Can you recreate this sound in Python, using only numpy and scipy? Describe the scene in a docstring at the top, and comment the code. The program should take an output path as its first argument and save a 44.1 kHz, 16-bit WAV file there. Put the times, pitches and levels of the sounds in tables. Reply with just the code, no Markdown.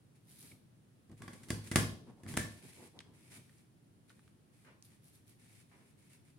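"""Over a low room rumble, card slides, ticks and hisses along a guide while a lever punch is dragged on a table.
From 1.1 s the lever is pushed down in steps; the die snaps through at 1.5 s and the hardest blow lands at 1.76 s.
At 2.37 s the spring throws the lever back; then come scuffs, card slides, ticks and, from 4.6 s, dull bumps.
Blows sum table modes, housing modes and coloured crunches; rubs are gated noise; the small room is decaying noise.
Two microphones on the table hear it all."""
import sys
import numpy as np
from scipy import signal
from scipy.fft import rfft, irfft
from scipy.io import wavfile
from scipy.ndimage import uniform_filter1d

SR = 44100
rng = np.random.default_rng(int(sys.argv[2]) if len(sys.argv) > 2 else 0)


def master(y):
    """Save y as 16-bit WAV."""
    cut = np.clip(np.atleast_2d(y).T, -1, 1)
    pcm = np.round(cut * 32767)  # scale
    wavfile.write(sys.argv[1], SR, pcm.astype(np.int16))


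N = 281358
TIME = np.arange(N) / SR
BURST = np.arange(int(.8 * SR)) / SR  # time axis of one short event, s

# Knocks and blows of the punch. Each row: start in seconds, table thump in dB, housing clack in dB,
# blade crack in dB, contact fade in seconds, favoured housing pitch in Hz.
BLOWS = [(0.523, -58, -82, -80, 0.0053, 2050), (1.096, -53, -78, -78.5, .004, 1120),
         (1.115, -53, -79, -71.5, 0.0092, 1680), (1.22, -60, -54.5, -58.5, 0.004, 1120),
         (1.237, -50.5, -65.5, -67.5, .004, 1680), (1.279, -49, -51, -60.5, 0.0059, 1250),
         (1.332, -54.5, -64, -58.5, 0.012, 2050), (1.433, -59, -69, -60, 0.011, 1680),
         (1.485, -55, -69, -54.5, 0.024, 2050), (1.504, -33.5, -43, -40.5, 0.0038, 4800),
         (1.673, -58, -75.5, -55.5, 0.0086, 4800), (1.7141, -36, -44, -43, 0.0082, 2050),
         (1.758, -26, -30.5, -28, 0.0044, 1500), (1.769, -46.5, -43.5, -42.5, 0.0017, 2050),
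         (2.234, -50, -67, -64.5, 0.0062, 1680), (2.264, -50.5, -59.5, -71, 0.0016, 1680),
         (2.286, -45.5, -62, -53, 0.022, 2050), (2.339, -47, -52.5, -55, 0.0041, 3150),
         (2.369, -43, -53, -41, 0.0016, 1120), (2.373, -33, -36.5, -36, 0.0023, 1680)]


def undb(db):
    """Decibels to gain."""
    return 10 ** (np.asarray(db) / 20)


def on_log_axis(hz, points):
    """Read (Hz, value) points along log frequency."""
    at, value = np.transpose(points)
    return np.interp(np.log(hz + 1), np.log(at), value)


def convolve(x, response):
    """Pass a sound through a response, keeping its length."""
    size = x.shape[-1]
    return signal.fftconvolve(np.atleast_2d(x), np.atleast_2d(response)[:, :size], axes=1)[:, :size]


def colour(x, points, size=8192):
    """Minimum-phase filter with the given spectrum, by folding the cepstrum."""
    gain = undb(on_log_axis(np.fft.rfftfreq(size, 1 / SR), points))
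    cepstrum = irfft(np.log(gain))
    cepstrum[1:size // 2] *= 2
    cepstrum[size // 2 + 1:] = 0
    return convolve(x, irfft(np.exp(rfft(cepstrum))))


def steady(x):
    """Scale to rms 1."""
    return x / np.sqrt(np.mean(x ** 2))


def blow(x):
    """Scale to the energy of 10 ms at rms 1."""
    energy = np.mean(np.sum(x ** 2, axis=-1))
    return x / np.sqrt(energy / (SR / 100))


def add(out, s, sound):
    """Mix a sound in at a time."""
    start = int(s * SR)
    out[:, start:start + sound.shape[-1]] += sound[..., :N - start]


def pair_noise(size, spacing_m, match=0.81):
    """Noise from all around at two spaced microphones: most alike in the bass, unrelated in the treble."""
    alike = match * np.sinc(2 * np.fft.rfftfreq(size, 1 / SR) * spacing_m / 343)  # 343 m/s: sound in air
    mid = irfft(rfft(rng.standard_normal(size)) * np.sqrt(1 + alike), size)
    side = irfft(rfft(rng.standard_normal(size)) * np.sqrt(1 - alike), size)
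    return np.array([mid + side, mid - side]) / np.sqrt(2)


def ring(modes, size=None):
    """Impulse response of damped modes given as (Hz, dB, t60 s)."""
    t = BURST[:size]
    return sum(undb(db - 60 * t / t60) * np.sin(2 * np.pi * hz * t) for hz, db, t60 in modes)


def contact(fade_s, spacing_m, size=2048):
    """A brief crunch of tiny contacts with an even spectrum: it starts at once and dies away."""
    fade = np.exp(-BURST[:size] / max(fade_s, 1e-4))
    crunch = rfft(pair_noise(size, spacing_m) * fade)
    power = uniform_filter1d(np.mean(abs(crunch) ** 2, axis=0), size=20)
    even = irfft(crunch / np.sqrt(power))
    return even * fade ** .1  # tames the late residue of the flattening


def friction(spectrum, grip_db, slips_per_s):
    """Rubbing noise that swells and sinks as the surfaces grip and slip."""
    grip = np.interp(TIME * slips_per_s, np.arange(N), rng.standard_normal(N))
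    rub = pair_noise(N, spacing_m=0.082) * undb(grip_db * grip)
    return steady(colour(rub, spectrum))


def swells(rows):
    """Gain over time from (s, dB, half length s) bell-shaped strokes."""
    return sum(undb(db) * np.exp(-((TIME - s) / half_s) ** 2 / 2) for s, db, half_s in rows)


def strokes(rows, attack_s, swell_db, release_s):
    """Gain over time of hand strokes: each takes hold, swells while it lasts and dies away."""
    gain = np.zeros(N)
    for start_s, length_s, db in rows:
        age = TIME - start_s
        attack = np.clip(age / attack_s, 0, 1)
        hold = undb(db + swell_db * (np.clip(age / length_s, 0, 1) - 1))
        release = np.exp(-np.maximum(age - length_s, 0) / release_s)
        gain += attack * hold * release
    return gain


def room_rumble(level_db):
    """Steady low noise from all around the room."""
    # Each row: frequency in Hz, level in dB per Hz.
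    rumble_spectrum = [(20, -9), (40, -5), (70, -12), (115, 0.5), (190, -5), (300, -9.5), (480, -19.5),
                       (800, -24.5), (1500, -29), (3000, -32), (8000, -38), (16000, -32.5)]
    return undb(level_db) * steady(colour(pair_noise(N, spacing_m=0.25), rumble_spectrum))


def room(x, build_s=.005):
    """Dense reflections of the first channel build up in milliseconds; each octave dies at its own rate."""
    # Decay of the room. Each row: frequency in Hz, t60 in seconds.
    room_decay = [(100, 0.46), (400, 0.7), (1500, 0.3), (5000, 0.51), (9000, 0.29), (15000, 0.4)]
    field = rfft(pair_noise(len(BURST), spacing_m=0.14))
    octave = np.log2(np.clip(np.fft.rfftfreq(len(BURST), 1 / SR), 125, 16000) / 125)
    tail = 0
    for k in range(8):  # overlapping octaves, 125 Hz to 16 kHz
        band = irfft(field * np.maximum(1 - abs(octave - k), 0), len(BURST))
        t60_s = on_log_axis(125 * 2 ** k, room_decay)
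        tail = tail + band * undb(-60 * BURST / t60_s)
    tail = tail * (1 - np.exp(-(BURST / build_s) ** 2))
    return convolve(x[0], tail / np.sqrt(np.sum(tail ** 2) / 2))


def bumps(direct_db=-5, room_db=-1, attack_s=0.0035, fade_s=0.021):
    """Padded contacts that rise softly and leave a short wash in the room."""
    # Each row: start in seconds, level in dB.
    bump_rows = [(4.646, -60.5), (4.666, -64), (5.712, -62), (5.789, -69.5)]
    # Each row: frequency in Hz, level in dB per Hz.
    bump_spectrum = [(100, -5), (300, 7), (550, 0), (900, 0), (1600, 2.5), (2600, -3.5), (3500, -12.5),
                     (6000, -18), (16000, -47)]
    gain = np.zeros(N)
    for s, db in bump_rows:
        age = np.maximum(TIME - s, 0)
        gain += undb(db) * np.minimum(age / attack_s, 1) * np.exp(-age / fade_s)
    thud = gain * friction(bump_spectrum, grip_db=2, slips_per_s=120)
    return undb(direct_db) * thud + undb(room_db) * room(thud)


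def card(face_db=-2):
    """The card's face rubs with a papery rustle; its cut edge adds a thin hiss."""
    # Pushes along the guide. Each row: start in seconds, length in seconds, level in dB.
    slides = [(.145, 0.021, -71.5), (.275, 0.19, -70.5), (.42, 0.086, -71.5), (1.165, .03, -67),
              (1.22, 0.31, -68), (1.52, 0.11, -69), (1.63, 0.049, -57), (2.27, 0.062, -53),
              (2.5, 0.097, -63), (2.615, 0.089, -60.5), (2.72, 0.15, -62), (3.13, .17, -68.5),
              (3.3, 0.07, -56.5), (3.42, 0.19, -72.5), (4.075, .04, -69), (4.14, .15, -76.5),
              (4.52, 0.14, -73), (4.865, 0.084, -71), (5.03, 0.16, -75), (5.265, 0.063, -71),
              (5.385, 0.23, -67), (5.68, .23, -74), (5.97, .11, -72.5), (6.09, 0.059, -65),
              (6.24, 0.065, -72)]
    # The cut edge skims the guide. Each row: centre in seconds, level in dB, half length in seconds.
    skims = [(.315, -63, 0.031), (.41, -60, 0.032), (.465, -64.5, 0.042), (.515, -69, 0.018),
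             (4.855, -64.5, 0.015), (5.065, -65.5, 0.023), (5.15, -66.5, 0.016), (5.29, -67.5, .016)]
    # Spectra of face and edge. Each row: frequency in Hz, level in dB per Hz.
    face_spectrum = [(200, -17.5), (700, -9), (1300, -6.5), (1900, 1.5), (2300, 5), (2900, -2.5),
                     (4200, -3.5), (6500, -5.5), (9000, -3.5), (12000, -1.5), (16000, -7.5)]
    edge_spectrum = [(200, -36), (2000, -14), (4000, -8.5), (7500, -12), (9500, -7.5), (11000, -3.5),
                     (12500, 0), (16000, -11)]
    push = strokes(slides, attack_s=0.012, swell_db=2, release_s=0.014)
    face = push * friction(face_spectrum, grip_db=2, slips_per_s=400)
    edge = swells(skims) * friction(edge_spectrum, grip_db=4, slips_per_s=750)
    return undb(face_db) * face + edge


def ticks():
    """The card's edge catches and flicks free with one short resonance."""
    # Each row: start in seconds, level in dB, ring in Hz, ring width in Hz, contact fade in seconds.
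    tick_rows = [(.427, -61.5, 8920, 7000, 0.0027), (0.515, -62.5, 2230, 110, 0.0065),
                 (2.9904, -53.5, 3400, 930, 0.0011), (3.004, -56.5, 2000, 1500, 0.0051),
                 (3.493, -70.5, 1740, 500, 0.0054), (3.582, -74.5, 6000, 8000, 0.0058),
                 (4.096, -71, 3600, 895, 0.00061), (4.102, -65, 1470, 497, 0.007),
                 (4.193, -71, 1420, 594, 0.0025), (4.278, -72.5, 1447, 694, 0.0029),
                 (4.825, -62.5, 6030, 1800, 0.0011)]
    out = np.zeros((2, N))
    for s, db, hz, width_hz, fade_s in tick_rows:
        b, a = signal.iirpeak(hz, hz / width_hz, fs=SR)
        flick = signal.lfilter(b, a, contact(fade_s, spacing_m=0.0257))
        add(out, s, undb(db) * blow(flick))
    return out


def drags():
    """The punch drags on the table under the hand: low scraping noise."""
    # Each row: start in seconds, length in seconds, level in dB.
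    drag_rows = [(.28, 0.046, -66), (.41, 0.057, -63), (.505, 0.044, -63), (1.09, 0.037, -58.5),
                 (1.19, 0.16, -56), (1.38, .32, -61.5), (2.05, 0.077, -57.5), (2.24, .22, -51),
                 (2.62, .09, -59.5), (2.95, 0.054, -59.5), (3.04, 0.31, -67), (3.35, 0.051, -60.5)]
    # Each row: frequency in Hz, level in dB per Hz.
    scrape_spectrum = [(30, -18), (70, -11.5), (110, 2.5), (250, -3), (400, -11), (650, -20), (950, -21),
                       (1500, -27.5), (4000, -39), (16000, -56.5)]
    pull = strokes(drag_rows, attack_s=0.022, swell_db=1, release_s=0.029)
    return pull * friction(scrape_spectrum, grip_db=3.5, slips_per_s=69)


def scuffs():
    """Short hollow rubs of the punch's base over the mat."""
    # Each row: centre in seconds, level in dB, half length in seconds.
    scuff_rows = [(2.092, -60.5, 0.02), (2.201, -64.5, 0.029), (2.64, -66, 0.02), (2.828, -58.5, 0.038),
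                  (2.969, -63, 0.023), (3.093, -69.5, 0.037)]
    # Each row: frequency in Hz, level in dB per Hz.
    scuff_spectrum = [(100, -13.5), (250, 6), (450, 0.5), (650, -8), (950, -4.5), (1350, -19), (4000, -28),
                      (16000, -34)]
    return swells(scuff_rows) * friction(scuff_spectrum, grip_db=1.5, slips_per_s=83)


def steel(room_db=-6):
    """The die rings as it meets the card, the return spring as it throws the lever back."""
    # Each row: frequency in Hz, level in dB, t60 in seconds.
    die_modes = [(4586, 0.5, .25), (4829, 2, 0.11)]
    spring_modes = [(1744, -5.5, .4), (1770, 3.5, .38), (2315, -6.5, 0.28)]
    out = np.zeros((1, N))
    add(out, 1.504, undb(-53.5) * blow(ring(die_modes)))
    add(out, 2.373, undb(-43.5) * blow(ring(spring_modes)))
    return out + undb(room_db) * room(out)


def thumps(push_s=0.0018, dent_hz=185, dent_t60_s=0.0097, lag_s=0.00022, cushion=0.38, firm_db=-30):
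    """The table top gives way under each blow, then rings on in its modes; returns (dents, ringing)."""
    # Modes of the table top. Each row: frequency in Hz, level in dB, t60 in seconds.
    table_modes = [(104.35, -6.5, 0.52), (135, -17, 0.1), (171.3, -12.5, 0.25), (216, -16.5, 0.1),
                   (244.9, -4.5, .12), (333.5, -4.5, 0.13), (481, -16, 0.34), (595, -10.5, .1),
                   (680, -9, 0.21)]
    dents = np.zeros((1, N))
    ringing = np.zeros((2, N))
    push = np.sin(np.pi * np.minimum(BURST / push_s, 1))
    dent = -blow(convolve(push, ring([(dent_hz, 0, dent_t60_s)])))
    top = -blow(convolve(push, ring(table_modes)))[0]
    # the ringing reaches the left microphone first
    top = np.array([top, np.interp(BURST - lag_s, BURST, top)])
    for s, thump_db, *_ in BLOWS:
        # the punch's feet cushion the first jolt of light blows; blows above firm_db dent harder
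        add(dents, s, undb(thump_db + cushion * (thump_db - firm_db)) * dent)
        add(ringing, s, undb(thump_db) * top)
    return dents, ringing


def punch(favour_db=7, favour_octaves=0.13):
    """Each blow rings the housing and cracks at the blade, as radiated in one direction."""
    # Modes of the plastic housing. Each row: frequency in Hz, level in dB, t60 in seconds.
    housing_modes = [(1144, -6, .03), (1470, -5.5, 0.0046), (1737, 2, 0.014), (2020, 3.5, 0.011),
                     (3280, -2.5, 0.007), (4620, -3, 0.0071)]
    # Blade crack. Each row: frequency in Hz, level in dB per Hz.
    crack_spectrum = [(150, -11), (500, 2), (650, 3), (820, -1), (1400, 5), (2500, 5), (5000, 2.5),
                      (8000, 5), (16000, 0.5)]
    out = np.zeros((2, N))
    hz, db, t60_s = np.transpose(housing_modes)
    for s, _, clack_db, crack_db, fade_s, favoured_hz in BLOWS:
        # the place of contact decides which modes speak most
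        favour = favour_db * np.exp(-(np.log2(hz / favoured_hz) / favour_octaves) ** 2)
        housing = ring(zip(hz, db + favour, t60_s), size=2048)
        clack = convolve(contact(fade_s, spacing_m=0.0064), housing)
        crack = colour(contact(fade_s, spacing_m=0.024), crack_spectrum, size=1024)
        add(out, s, undb(clack_db) * blow(clack))
        add(out, s, undb(crack_db) * blow(crack))
    return out


def punch_echo(count=3):
    """The punch sends different clatters towards the walls: independent crunches, each with its own tail."""
    return sum(room(punch()) for _ in range(count)) / np.sqrt(count)


def scene(dent_db=-5, thump_room_db=-3, clatter_room_db=-2, tick_room_db=-10, card_room_db=-4,
          drag_db=-1, bump_db=4, rumble_db=-66):
    """Punch, card and table in the room, over its rumble."""
    dents, ringing = thumps()
    flicks = ticks()
    rustle = card()
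    sent = undb(thump_room_db) * dents + undb(tick_room_db) * flicks + undb(card_room_db) * rustle
    echo = room(sent) + undb(clatter_room_db) * punch_echo()
    background = room_rumble(rumble_db) + echo + undb(bump_db) * bumps()
    rubs = rustle + flicks + undb(drag_db) * drags() + scuffs()
    blows = steel() + undb(dent_db) * dents + ringing + punch()
    return background + rubs + blows


def record(dry, top_hz=15900):
    """The microphones lose deep bass, their ports lift the treble near 10 kHz, and the top is cut."""
    # Microphone response. Each row: frequency in Hz, gain in dB.
    microphone_response = [(20, -35.5), (35, -19), (55, -4.5), (90, 2), (6500, 2), (8000, 4), (9500, 7),
                           (10800, 3), (12000, -4.5), (14000, -6), (16000, -8.5)]
    top_cut = signal.ellip(10, .2, 70, top_hz, fs=SR, output="sos")
    return signal.sosfilt(top_cut, colour(dry, microphone_response))


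dry = scene()
out = record(dry)
master(out)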